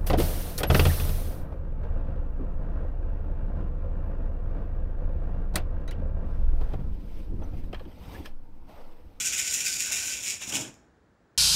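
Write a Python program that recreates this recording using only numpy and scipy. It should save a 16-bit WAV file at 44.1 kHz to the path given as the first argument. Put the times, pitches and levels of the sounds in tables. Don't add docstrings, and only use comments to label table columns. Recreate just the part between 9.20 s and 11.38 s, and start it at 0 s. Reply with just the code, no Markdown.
import sys
import numpy as np
from scipy import signal
from scipy.fft import rfft, irfft
from scipy.io import wavfile
from scipy.ndimage import uniform_filter1d

SR = 44100
rng = np.random.default_rng(int(sys.argv[2]) if len(sys.argv) > 2 else 0)


def attenuation_scalar(level_db):
    decades = np.asarray(level_db, float) / 20
    return 10 ** decades


def int16_out(signal):
    q = np.round(np.clip(np.atleast_2d(signal).T, -1, 1) * 32767)
    wavfile.write(sys.argv[1], SR, q.astype(np.int16))


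N = 96005


def read(points, hz):
    f, value = np.transpose(points)
    return np.interp(np.log(hz + 1), np.log(f + 1), value)


def evened(x):
    return x / np.sqrt(np.mean(x ** 2) + 1e-20)


def ring(hz, db, t60, size, sign):
    t = np.arange(size)[:, None] / SR
    decay = attenuation_scalar(db - 60 * t / np.maximum(t60, .002))
    return (sign * decay * np.sin(2 * np.pi * hz * t)).sum(1)


def resonate(x, hz, width_hz):
    return signal.lfilter(*signal.iirpeak(hz, hz / width_hz, SR), x)


def split(x):
    low = signal.filtfilt(*signal.butter(2, 4900, fs=SR), x)
    return low, x - low


# peak_s, level_db, rise_s and fall_s (each per 10 dB), hollow_db (low tone against clatter)
HAND_JOLTS = [(.008, -29, 0.06, 0.017, 6.5), (0.072, -26, 0.074, 0.026, -2.5), (0.137, -30, .03, 0.021, 2),
              (.196, -26.5, 0.042, 0.0361, -0.5), (0.284, -29, 0.035, 0.0097, 2),
              (0.338, -25, 0.04, 0.04, -5), (0.409, -32, 0.0704, 0.0468, 1.5),
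              (0.466, -25.5, 0.019, 0.028, -4.5), (.53, -31.5, 0.09, 0.1, -2.5), (.6, -29, .015, 0.039, -5),
              (0.659, -33.5, 0.084, 0.15, 0.5), (0.722, -27.5, 0.0023, 0.0444, 0.5),
              (0.794, -33, 0.056, 0.039, 2), (.87, -31, 0.0736, .04, -4), (0.931, -33, 0.09, 0.067, 2.5),
              (1.062, -31.5, 0.048, 0.071, 1), (1.109, -32.5, 0.061, 0.017, 1),
              (1.224, -39.5, 0.024, 0.046, 8), (1.294, -33.5, 0.029, 0.022, -2.5),
              (1.323, -35, 0.0034, 0.0056, 7.5), (1.354, -25.5, 0.019, .012, -0.5),
              (1.368, -26.5, .005, 0.009, 0.5), (1.411, -36, .02, 0.015, -7.5),
              (1.445, -53, 0.022, 0.06, 5.5)]


def effort():
    t = np.arange(N) / SR
    power = []
    for peak_s, level_db, rise_s, fall_s, _ in HAND_JOLTS:
        away = np.where(t < peak_s, (peak_s - t) / rise_s, (t - peak_s) / fall_s)
        power.append(attenuation_scalar(level_db - 10 * away) ** 2 + 1e-30)
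    power = np.array(power)
    total = power.sum(0)
    hollow_db = np.transpose(HAND_JOLTS)[4] @ power / total
    return np.sqrt(total), attenuation_scalar(hollow_db)


# pitch_hz, level_db, t60_s, spread_share (detuning between shells)
SHELL_MODES = [(2512, -9, 0.0095, 0.05), (2998, -14.5, 0.0099, .07), (3687, -22, 0.029, .06),
               (5817, -4, 0.0065, 0.05), (6982, 1.5, 0.0051, 0.01), (7580, -3.5, 0.0041, 0),
               (8954, -5.5, 0.0051, .07), (10000, -18, .005, .05), (11900, -8.5, .004, .05),
               (14200, -25, .004, .06)]


def shells(count, ring_share, contact_s, tick_db):
    hz, db, t60, spread = np.transpose(SHELL_MODES)
    size, tick_s = 1024, 0.0013
    t = np.arange(size) / SR
    draw = rng.uniform(-1, 1, (count, 3, len(hz)))
    walls = np.array([ring(hz * (1 + 1.69 * spread * detune), db + 6 * mix, ring_share * t60, size, np.sign(side))
                      for detune, mix, side in draw])
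    grit = np.diff(rng.standard_normal((count, size + 1))) * attenuation_scalar(tick_db) * np.exp(-t / tick_s)
    return (walls + grit) * (1 - np.exp(-t / contact_s))


CUP = 1516, 120, 29.5
PALM = 1950, 300, 21
FINGER_GAPS = 4887, 700, 14.5


def hollows(hits):
    squeeze = attenuation_scalar(4 * evened(uniform_filter1d(rng.standard_normal((3, N)), size=1500)))
    return [attenuation_scalar(db) * resonate(resonate(hits * wander, hz, width_hz), hz, 2 * width_hz)
            for (hz, width_hz, db), wander in zip([CUP, PALM, FINGER_GAPS], squeeze)]


# start_s, level_db (peak)
SHARP_CLACKS = [(.0525, -20), (.0762, -18), (.134, -21), (.181, -21), (.3102, -21), (.35, -19), (.453, -20),
                (.48, -20), (.5845, -21), (.605, -14.5), (.61, -15.5), (.623, -20), (.7198, -16),
                (.7213, -17), (.7285, -17), (.73, -16), (.80, -21), (1.0715, -21), (1.1059, -22),
                (1.2146, -30), (1.29, -27), (1.3228, -22), (1.3546, -14.5), (1.3565, -18), (1.361, -18),
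                (1.3698, -17), (1.5414, -35), (1.55, -45)]


def rattle():
    clacks = shells(count=64, ring_share=1, contact_s=0.00015, tick_db=-11)
    sharp = shells(count=len(SHARP_CLACKS), ring_share=.6, contact_s=.0005, tick_db=-16)
    push, tone = effort()

    clacks_per_s, size_db, rattle_db = 2200, 2.8, -1
    hits = attenuation_scalar(size_db * np.minimum(rng.exponential(1, N), 3)) * (rng.random(N) < clacks_per_s / SR)
    hits *= rng.choice([-1., 1.], N)
    hits *= attenuation_scalar(rattle_db) * push / np.sqrt(np.mean(hits ** 2) * np.mean((clacks ** 2).sum(1)))
    who = rng.integers(0, len(clacks), N)
    low, high = split(sum(signal.oaconvolve(hits * (who == k), c)[:N] for k, c in enumerate(clacks)))

    single = np.zeros(N)
    for (start_s, level_db), clack in zip(SHARP_CLACKS, sharp):
        single[round(start_s * SR):][:len(clack)] += attenuation_scalar(level_db) * clack / abs(clack).max()
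    single_low, single_high = split(single)

    opened = np.clip((np.arange(N) / SR - 0.89) / .04, 0, 1)
    knock = signal.lfilter([1, -1], [1], hits) * attenuation_scalar(-4.5 * opened)
    cup, palm, gap = hollows(knock)
    hollow = low + attenuation_scalar(-8.5 * opened) * cup + palm
    return high + gap + single_high + tone * hollow + attenuation_scalar(-4) * single_low


# pitch_hz, level_db (per Hz)
HUM_SPECTRUM = [(60, 4.5), (350, -2), (1200, -17), (1700, -15.5), (3400, -50), (7400, -36), (8300, -55.5),
                (13000, -57)]


def hum():
    z = rfft(rng.standard_normal(N)) * attenuation_scalar(read(HUM_SPECTRUM, np.fft.rfftfreq(N, 1 / SR)))
    drone = evened(resonate(rng.standard_normal(N), hz=57, width_hz=24))
    return attenuation_scalar(-61) * evened(irfft(z, N)) + attenuation_scalar(-63.5) * drone


# pitch_hz, t60_s
ROOM_DECAY = [(150, 0.71), (1000, 0.83), (3000, 0.373), (7000, 0.41), (14000, 0.24)]


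def room(x, count=3):
    out = np.zeros(N)
    at = np.arange(160, SR // 2 - 20, 20)
    turns_per_s = 5
    for k in range(count):
        taps = np.zeros(SR // 2)
        taps[at + rng.integers(0, 20, len(at))] = rng.choice([-1., 1.], len(at))
        hz, t, z = signal.stft(taps, SR, nperseg=256)
        decay = attenuation_scalar(-60 * t / read(ROOM_DECAY, hz)[:, None])
        tail = signal.istft(z * decay, SR, nperseg=256)[1]
        turn = np.sqrt(2 / count) * np.cos(np.pi * (np.arange(N) / SR * turns_per_s + k / count))
        out += signal.fftconvolve(x * turn, tail / np.linalg.norm(tail))[:N]
    return out


# start_s, length_s, level_db
SLIDES = [
    (0.682, 0.16, -52.5),
    (1.205, 0.048, -44),
    (1.277, .2, -48),
]


def rubs():
    t = np.arange(N) / SR
    grain = rng.standard_normal(N) * attenuation_scalar(5.2 * evened(uniform_filter1d(rng.standard_normal(N), size=300)))
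    band = evened(signal.lfilter(*signal.butter(2, [400, 1367], "band", fs=SR), grain))
    level = np.zeros(N)
    for start_s, length_s, level_db in SLIDES:
        fade = np.clip((start_s + length_s - t) / 0.11, 0, 1)
        level += attenuation_scalar(level_db) * np.clip((t - start_s) / 0.013, 0, 1) * fade
    return band * level


# start_s, level_db
CLOTH_LANDINGS = [(1.276, -34.5), (1.30, -32.5), (1.325, -26.5), (1.338, -25), (1.353, -26.5), (1.368, -26),
                  (1.385, -28.5), (1.40, -33), (1.421, -33), (1.448, -36.5), (1.472, -53)]
# pitch_hz, level_db, t60_s
TABLE_MODES = [(123.5, -5.5, 0.13), (215.9, -2.5, 0.098), (293, 1.5, 0.057), (400, -3, 0.026),
               (617, -9, 0.055), (830, -5.5, 0.023), (1117, -13, 0.0093), (1587.5, -5.5, 0.019),
               (2807, 0, 0.0068), (3003, -0.5, .015), (3390, -1, 0.023)]


def landings():
    hz, db, t60 = np.transpose(TABLE_MODES)
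    size, soft_s = 8192, 0.0012
    out = np.zeros(N + size)
    draw = rng.uniform(-1.3, 1, (len(CLOTH_LANDINGS), 3, len(hz)))
    rise = 1 - np.exp(-np.arange(size) / SR / soft_s)
    for (start_s, level_db), (detune, mix, side) in zip(CLOTH_LANDINGS, draw):
        knock = ring(hz * (1 + 0.071 * detune), db + 4 * mix + level_db - 5, t60, size, np.sign(side))
        out[round(start_s * SR):][:size] += rise * knock
    return out[:N]


GATE_OPEN_DB = 10.5


def gate(x):
    window_s, at_db, knee_db, sinks_s = 0.038, -42.5, 1, 0.2
    level_db = 10 * np.log10(abs(uniform_filter1d(x ** 2, round(window_s * SR))) + 1e-12)
    share = 1 / (1 + np.exp((at_db - level_db) / knee_db))
    keep = np.exp(-1 / (sinks_s * SR))
    slow = signal.lfilter([1 - keep], [1, -keep], share, zi=[keep])[0]
    return attenuation_scalar(GATE_OPEN_DB * (0.62 * share + 0.44 * slow - 1))


def scene():
    near = rattle() + rubs() + landings()
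    room_db = -4.5
    heard = (near + attenuation_scalar(room_db) * room(near)) / np.sqrt(1 + attenuation_scalar(2 * room_db))
    return (heard + attenuation_scalar(GATE_OPEN_DB) * hum())[None]


# pitch_hz, level_db
MIC_COLOUR = [(28, -18), (55, -7), (1000, 1), (4300, 5), (7600, 1.5), (7900, 3), (8150, 3), (15000, -4)]


def microphone(x):
    x = np.pad(x, [(0, 0), (2048, 2048)], "reflect")
    hz = np.fft.rfftfreq(x.shape[1], 1 / SR)
    colour = attenuation_scalar(read(MIC_COLOUR, hz)) * (hz < 15720)
    return irfft(rfft(x) * colour, x.shape[1])[:, 2048:-2048]


def low_pass(x):
    return signal.sosfilt(signal.butter(12, 15710, fs=SR, output="sos"), x)


def record(dry):
    mix = microphone(dry * gate(dry[0]))
    return low_pass(mix)


dry = scene()
out = record(dry)
int16_out(out)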